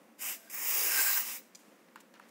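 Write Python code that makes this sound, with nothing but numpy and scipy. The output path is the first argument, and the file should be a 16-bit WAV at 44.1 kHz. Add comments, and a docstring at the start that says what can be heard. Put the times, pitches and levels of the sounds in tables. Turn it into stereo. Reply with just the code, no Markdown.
"""Over a low steady murmur of air, an aerosol can just right of a phone sprays a short puff into a hollow
housing, then a long hiss. The jet is sputtering noise; it comes with the hollow's ring and a low rumble, and
a faint breathy tone swells as the puff dies away. Afterwards the part is turned in the hand: rubs and fizzes
are bursts of noise, bright ticks and then dull knocks are struck modes, all in a small hard room."""
import sys
import numpy as np
from scipy import signal
from scipy.fft import rfft, irfft
from scipy.io import wavfile
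from scipy.ndimage import uniform_filter1d

SR = 44100
rng = np.random.default_rng(int(sys.argv[2]) if len(sys.argv) > 2 else 0)


def makeup_ratio(level_db):
    """Linear amplitude ratio for a level in decibels (20 dB per factor of ten)."""
    decades = np.asarray(level_db, float) / 20
    return 10 ** decades


def pcm_store(signal):
    """Save signal as 16-bit PCM."""
    levels = np.round(np.clip(np.atleast_2d(signal), -1, 1) * 32767)
    wavfile.write(sys.argv[1], SR, levels.astype(np.int16).T)


N = 101429

# Spectrum of the murmur. Each row: frequency in Hz, relative level in dB.
AIR_COLOUR = [(35, -101), (60, -39), (222, -3), (281, -9.5), (553, -13), (636, -13), (1110, -13.5),
              (1550, -17.5), (1780, -16), (2650, -21.5), (4120, -28.5), (16000, -30)]
# Correlation of the murmur at the two microphone ports. Each row: frequency in Hz, correlation 0-1.
AIR_CORRELATION = [(130, 1), (290, 0.87), (640, 0.42), (1400, 0.035), (16000, .02)]
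# Room resonances in the murmur. Each row: frequency in Hz, width in Hz, boost in dB.
AIR_MODES = [(197, 110, 2), (305, 50, 6), (535, 78, 7.5)]
# Port colour of sound from around. Each row: frequency in Hz, left over right in dB.
PORT_LEAN = [(700, 0), (1200, 0.5), (1800, -5.5), (2600, -5.5), (3700, -0.5), (5200, 7), (7000, 7),
             (9500, 3), (13000, 0.5)]
# Course of the two sprays. Each row: time in seconds, jet control level in dB, then relative to it
# the ring of the hollow in dB, the low rumble in dB, the mid band in dB, the top band in dB.
PUFF = [(.17, -87, -16.5, -30, 0, -2), (.192, -52, -19, -30, 5, -4), (.22, -38, -22, -32, -1.5, -2),
        (.27, -36, -24, -49, -0.5, -4), (.314, -36.5, -22, -44, 0, -3), (.342, -41, -37, -44, 5.5, -2),
        (.362, -46.5, -25, -40, 1, -2), (.39, -61, -22, -28, 3, -3), (.496, -62.5, 2, -26, 10.5, -6)]
HISS = [(.499, -43.5, -22, -25, 0, -2), (.52, -45.5, -32, -28, -3, -2), (.545, -39.5, -17, -40, -1, 5),
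        (.62, -36, -39, -30, -4.5, 1), (.70, -32.5, -35, -31, 2, 5), (.82, -31, -26, -25, 3.5, 1.5),
        (.89, -32.5, -16.5, -22.5, 0, 5.5), (.93, -30, -11, -35, 1, 0), (.965, -29.5, -9, -33, 2, 2),
        (.992, -28, -5.5, -23.5, 2.5, 2.5), (1.045, -30, -18, -42, 1.5, 5),
        (1.097, -30, -10, -28.5, 4.5, 5.5), (1.135, -31.5, -19, -44, 7, 6),
        (1.176, -31, -8.5, -36, -0.5, 7), (1.209, -34, -27, -45, 1, 7), (1.238, -39, -37.5, -41, 0.5, 2),
        (1.31, -37.5, -26, -54, 1.5, 1), (1.37, -42.5, -34, -33, -2, 2), (1.386, -49.5, -35, -30, 6, 5),
        (1.43, -80, -27, -30, 3, 6)]
# Colour of the jet at each port. Each row: frequency in Hz, relative level in dB.
JET_LEFT = [(200, -42), (500, -25), (850, -22), (1150, -15.5), (1600, -19.5), (2200, -15.5), (2950, -17.5),
            (3250, -20), (3550, -26), (3850, -17), (4150, -13), (4500, -20), (4750, -14), (5200, -7),
            (5900, -10), (6500, -6), (7500, -6.5), (8600, -7.5), (9500, -11.5), (10500, -12), (11250, -25),
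            (11800, -13.5), (12700, -13), (14200, -8.5), (15500, -9)]
JET_RIGHT = [(200, -41), (500, -24), (850, -13.5), (1550, -14), (2000, -6.5), (2650, -7.5), (2950, -10),
             (3250, -19.5), (3550, -17), (3850, -16), (4150, -13), (4500, -20), (4750, -19), (5050, -19),
             (5800, -16), (6600, -22), (7500, -15), (8700, -13), (9400, -13), (10300, -11.5),
             (11200, -10.5), (12200, -4), (12800, -4.5), (13700, -14.5), (14600, -8.5), (15550, -2)]
# How the ports hear the jet. Each row: frequency in Hz, phase lead of the left in radians, shared power 0-1.
JET_PORTS = [(201, 2.4, 0.95), (850, 0.34, 0.8), (1180, -0.5, 0.73), (1550, -3, .55), (2040, 0, 0.75),
             (2750, 0.5, 0.44), (3000, 0.2, 0.4), (3600, 1.5, .1), (3800, 3.14, .4), (3920, 3.14, 1),
             (4480, 3.14, 1), (4640, 6, .4), (5350, 5.5, 0.18), (6470, 7, 0), (9400, 6.5, 0.02),
             (10400, 6, 0.3), (11400, 7, 0.3), (12600, 3.5, 0.04), (13600, 1, 0), (14700, 6.5, 0.2)]
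# Loss of sharing in the mid band as the can tilts. Each row: time in seconds, unshared power 0-1.
TILT = [(.85, 0.03), (1.0, 0.53), (1.2, 0.36), (1.3, 0.26)]
# Resonances of the hollow. Each row: frequency in Hz, width in Hz, relative level in dB.
HOLLOW_MODES = [(1580, 60, 0), (1830, 50, -12), (2150, 90, -17)]
# Faint tone. One row: start in seconds, end in seconds, frequency in Hz, width in Hz, level in dB.
FAINT_TONE = (.34, .48, 665, 30, -65)
# Rubs of fingers on the part, and a faint brief tick at 1.885 s. Each row: start in seconds, level before port
# colour in dB, hold in seconds, fade time constant in seconds.
RUBS = [(1.42, -69, .35, 0.22), (1.885, -59, .002, .003), (1.965, -58.5, 0.0081, 0.044),
        (2.139, -52, 0.0033, 0.0058), (2.15, -59, .01, 0.032), (2.21, -63, .03, 0.045)]
# Spectrum of the rubs. Each row: frequency in Hz, relative level in dB.
RUB_COLOUR = [(300, -5), (1400, 6.5), (3000, -1.5), (5500, -8), (8000, -18), (16000, -42)]
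# Bright metal ticks. Each row: start in seconds, peak of the ring in dB, left over right in dB,
# length of the scrape in seconds.
TICKS = [(1.549, -40.5, 12.5, 0.00012), (1.554, -41, 12, 0.000026)]
# Modes of the ticks. Each row: frequency in Hz, mean relative level in dB, 60 dB decay in seconds.
TICK_MODES = [(2440, -7, 0.015), (3350, -10, 0.013), (4180, -8, 0.014), (4630, -9, 0.016),
              (4900, -4, 0.033), (5720, -1, .014), (6040, 4.5, 0.018), (6960, 3, 0.02), (7600, 0, 0.023),
              (7900, -6, .014), (10000, -3, 0.01)]
# Brief bright fizzes as the part is handled. Each row: start in seconds,
# level before port colour in dB, hold in seconds, fade time constant in seconds.
FIZZES = [(1.554, -57, .004, 0.02), (1.59, -65, 0.022, 0.13), (1.958, -62, 0.0043, 0.0026),
          (2.003, -55, 0.006, 0.007), (2.1395, -59, .002, .003), (2.286, -61.5, 0.0071, 0.0049)]
# Spectrum of the fizzes. 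Each row: frequency in Hz, relative level in dB.
FIZZ_COLOUR = [(1000, -9), (3000, -1.5), (6000, -2), (7200, 2), (10000, -2.5), (13000, -5), (16000, -5.5)]
# Dull knocks of the housing. Each row: start in seconds, peak of the ring in dB, left over right in dB,
# length of the contact in seconds.
KNOCKS = [(1.958, -35, -7.5, 0.000063), (1.9636, -44, -3, 0.000086), (2.197, -40, -7, .00022)]
# Modes of the housing. Each row: frequency in Hz, mean relative level in dB, 60 dB decay in seconds.
KNOCK_MODES = [(848, -14.5, 0.03), (970, -4, 0.028), (1160, -4.5, 0.018), (1336, -7, 0.02),
               (1444, -1, 0.022), (1650, -3, 0.016), (1790, -7, 0.016), (2270, -9, 0.013),
               (2760, -8.5, 0.016), (3450, -14, 0.01), (4540, -13, 0.011)]


def read(table, col=1):
    """A spectrum interpolates smoothly over log frequency; here one column at every FFT bin."""
    rows = np.array(table, float)
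    bins_hz = np.maximum(np.arange(N // 2 + 1) * SR / N, 1)
    return np.interp(np.log(bins_hz), np.log(rows[:, 0]), rows[:, col])


def unit(x):
    """Root-mean-square normalisation: dividing by the rms leaves an rms of 1."""
    return x / np.sqrt(np.mean(x ** 2))


def shape(x, gain):
    """Linear filtering: the spectrum is multiplied by a gain per FFT bin."""
    return irfft(rfft(x, N) * gain, N)


def peak(hz, width_hz):
    """Second-order resonance: unit gain at its frequency, half power across its width."""
    f = np.maximum(np.arange(N // 2 + 1) * SR / N, 1)
    return 1 / (1 + 1j * (f - hz ** 2 / f) / width_hz)


def walk(rate_hz):
    """Slow random modulation: random values drawn at a rate, joined by slopes, with rms near 1."""
    hold = max(int(SR / rate_hz), 2)
    steps = np.repeat(rng.standard_normal(N // hold + 1), hold)
    return unit(uniform_filter1d(steps, hold)[:N])


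def pan(x, db, lead=0.):
    """Stereo placement: two channels differ in level and phase."""
    left = shape(x, np.exp(.5j * lead)) * makeup_ratio(db / 2)
    right = shape(x, np.exp(-.5j * lead)) * makeup_ratio(-db / 2)
    return np.array([left, right])


def leaned(x):
    """Port colour: a level difference between channels that depends on frequency."""
    side = np.array([[1], [-1]])
    return shape(x, makeup_ratio(read(PORT_LEAN) * side / 2))


def air():
    """Partly coherent noise field: sum and difference parts set the correlation of the ports."""
    mid, side = rng.standard_normal((2, N)) * makeup_ratio(1.0 * walk(9.71))
    alike = np.clip(read(AIR_CORRELATION), 0, 1)
    boost = sum((makeup_ratio(db) - 1) * np.abs(peak(hz, w)) ** 2 for hz, w, db in AIR_MODES)
    colour = makeup_ratio(read(AIR_COLOUR)) * (1 + boost)
    mid = shape(mid, colour * np.sqrt(1 + alike))
    side = shape(side, colour * np.sqrt(1 - alike))
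    return makeup_ratio(-61.5) * np.array([mid + side, mid - side]) / np.sqrt(np.mean(mid ** 2))


def control(col, shut=0):
    """Flow through a valve: one column of both sprays over time, with a fixed value outside them."""
    rows = np.array(list(PUFF) + list(HISS))
    return np.interp(np.arange(N) / SR, rows[:, 0], rows[:, col], left=shut, right=shut)


def jet():
    """Turbulent jet noise: sputtering noise, partly shared by the ports, and a wholly unshared pair."""
    shared, *own = rng.standard_normal((5, N)) * makeup_ratio(1.0 * walk(900))  # sputter in dB, rate in Hz
    lead, share = read(JET_PORTS), np.clip(read(JET_PORTS, col=2), 0, 1)
    colour = makeup_ratio(np.array([read(JET_LEFT), read(JET_RIGHT)]))
    side = np.array([[1], [-1]])
    common = shape(shared, colour * np.sqrt(share) * np.exp(.5j * side * lead))
    ports = common + shape(np.array(own[:2]), colour * np.sqrt(1 - share))
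    apart = shape(np.array(own[2:]), colour)
    return unit(ports), unit(apart)


def hollow_ring():
    """Cavity resonance: noise through the modes of the hollow, surging in level."""
    modes = sum(makeup_ratio(db) * peak(hz, w) for hz, w, db in HOLLOW_MODES)
    ring = unit(shape(rng.standard_normal(N), modes))
    return pan(ring * makeup_ratio(control(2) + 2.5 * walk(13.7)), -8.5, -1.8)  # dB, radians


def rumble():
    """Low-frequency flow noise: a broad resonance, applied twice, selects a band of noise."""
    return unit(shape(rng.standard_normal(N), peak(430, 280) ** 2)) * makeup_ratio(control(3))


def patchy(ports, apart):
    """Band-wise modulation: narrow bands wander in level, mid and top bands follow their own course."""
    wander_db, own_wander_db, wander_hz = 1.1, 1.0, 8.05  # slow unevenness as can and part shift
    f, out = np.arange(N // 2 + 1) * SR / N, 0
    edges = np.r_[0, np.arange(800, 16400, 600), SR]
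    spectrum, loose = rfft(ports), rfft(apart)
    tilt = np.clip(np.interp(np.arange(N) / SR, *np.array(TILT).T), 0, 1)
    for lo, hi in zip(edges[:-1], edges[1:]):
        inside = (f >= lo) & (f < hi)
        is_mid, is_top = 3200 <= lo < 5000, lo >= 14000
        band = irfft(spectrum * inside, N)
        if is_mid:
            band = band * np.sqrt(1 - tilt) + irfft(loose * inside, N) * np.sqrt(tilt)
        wander = wander_db * walk(wander_hz)
        own = np.array([walk(wander_hz), walk(wander_hz)])  # one for each port
        wander = wander + own_wander_db * (not is_mid) * own
        out = out + band * makeup_ratio(control(4) * is_mid + control(5) * is_top + wander)
    return out


def spray():
    """Common flow: one flickering level drives the jet, the ring and the rumble together."""
    flow = makeup_ratio(control(1, shut=-120) + 0.74 * walk(24.8))  # flicker in dB, rate in Hz
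    ports, apart = jet()
    resonances = hollow_ring() + rumble()
    return flow * makeup_ratio(3.5) * (makeup_ratio(3) * patchy(ports, apart) + resonances)


def faint_tone():
    """Narrowband noise: a sharp resonance makes a breathy tone, which swells and fades."""
    start, end, hz, width_hz, db = FAINT_TONE
    progress = np.clip((np.arange(N) / SR - start) / (end - start), 0, 1)
    swell = np.sin(np.pi * progress) ** .5
    return makeup_ratio(db) * swell * unit(shape(rng.standard_normal(N), peak(hz, width_hz) ** 2))


def bursts(rows, colour):
    """Gated noise: grainy noise of one colour starts sharply, holds and decays exponentially."""
    t = np.arange(N) / SR
    gate = sum(makeup_ratio(db) * (t > start) * np.exp(-np.maximum(t - start - hold, 0) / fade)
               for start, db, hold, fade in rows)
    grainy = [noise * makeup_ratio(3.1 * walk(700)) for noise in rng.standard_normal((2, N))]
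    return gate * np.array([unit(shape(x, makeup_ratio(read(colour)))) for x in grainy])


def rubs():
    """Sliding friction: fingers on the part give bursts of dull grainy noise, among them one faint brief tick."""
    return leaned(bursts(RUBS, RUB_COLOUR))


def strike(modes, at_s, db, pan_db, scrape_s, crack_db):
    """Modal excitation: a short rough push rings damped modes, and a crack of noise marks the contact."""
    onset_s, crack_s = 0.00058, 0.0021
    t = np.arange(int(.15 * SR)) / SR
    ring = sum(makeup_ratio(level + 1.7 * rng.standard_normal() - 60 * t / t60)
               * np.sin(2 * np.pi * (hz * t + rng.random())) for hz, level, t60 in modes)
    ring = ring * (1 - np.exp(-t / onset_s))
    roughness = 1 + 30 * np.sqrt(scrape_s) * rng.standard_normal(len(t))
    push = roughness * np.exp(-(t / scrape_s) ** 2)
    hit = signal.fftconvolve(ring, push)[:len(t)]
    crack = makeup_ratio(crack_db) * rng.standard_normal(len(t)) * np.exp(-t / crack_s)
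    out, i = np.zeros(N + len(t)), int(at_s * SR)
    out[i:i + len(t)] = (hit / np.abs(hit).max() + crack) * makeup_ratio(db)
    return out[:N] * makeup_ratio(np.array([[pan_db], [-pan_db]]) / 2)


def ticks():
    """Ringing metal: brief scrapes excite bright, quickly damped modes."""
    return sum(strike(TICK_MODES, *row, crack_db=-12) for row in TICKS)


def fizzes():
    """Gated broadband noise: brief bursts of bright grainy noise as the part is handled."""
    return leaned(bursts(FIZZES, FIZZ_COLOUR))


def knocks():
    """Impact on a shell: short contacts excite the low, damped modes of the housing."""
    return sum(strike(KNOCK_MODES, *row, crack_db=-16) for row in KNOCKS)


def handling():
    """Superposition of contacts as the can is put down and the part is turned."""
    return knocks() + ticks() + rubs() + fizzes()


def room(x):
    """Reverberation: near surfaces and a duller room tail decay as noise, independent at each port."""
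    near_db, near_t60_s = -20, .03
    far_db, far_t60_s, dull_hz = -15.5, 0.45, 8500
    t = np.arange(int(.6 * SR)) / SR
    near, far = rng.standard_normal((2, 2, len(t)))
    near = near * makeup_ratio(-60 * t / near_t60_s) * (t > .0006)
    far = signal.lfilter(*signal.butter(1, dull_hz, fs=SR), far)
    far = far * makeup_ratio(-60 * t / far_t60_s) * (t > .004)
    tail = sum(makeup_ratio(db) * h / np.sqrt(np.sum(h ** 2, axis=1, keepdims=True))
               for db, h in ((near_db, near), (far_db, far)))
    return x + signal.fftconvolve(x, tail, axes=1)[:, :N]


def scene():
    """Linear superposition: spray and handling reverberate, the tone and the murmur are added."""
    return room(spray() + handling()) + faint_tone() + leaned(air())


def roll_off(x):
    """The treble ends steeply here."""
    return signal.sosfilt(signal.butter(12, 16950, fs=SR, output="sos"), x)


def record(dry):
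    """Band limiting: the phone cuts the deep bass and the extreme treble."""
    bass_cut = signal.butter(4, 170, "high", fs=SR, output="sos")
    treble_cut = signal.ellip(14, .3, 80, 15720, fs=SR, output="sos")
    mix = signal.sosfilt(treble_cut, signal.sosfilt(bass_cut, dry))
    return roll_off(mix)


dry = scene()
out = record(dry)
pcm_store(out)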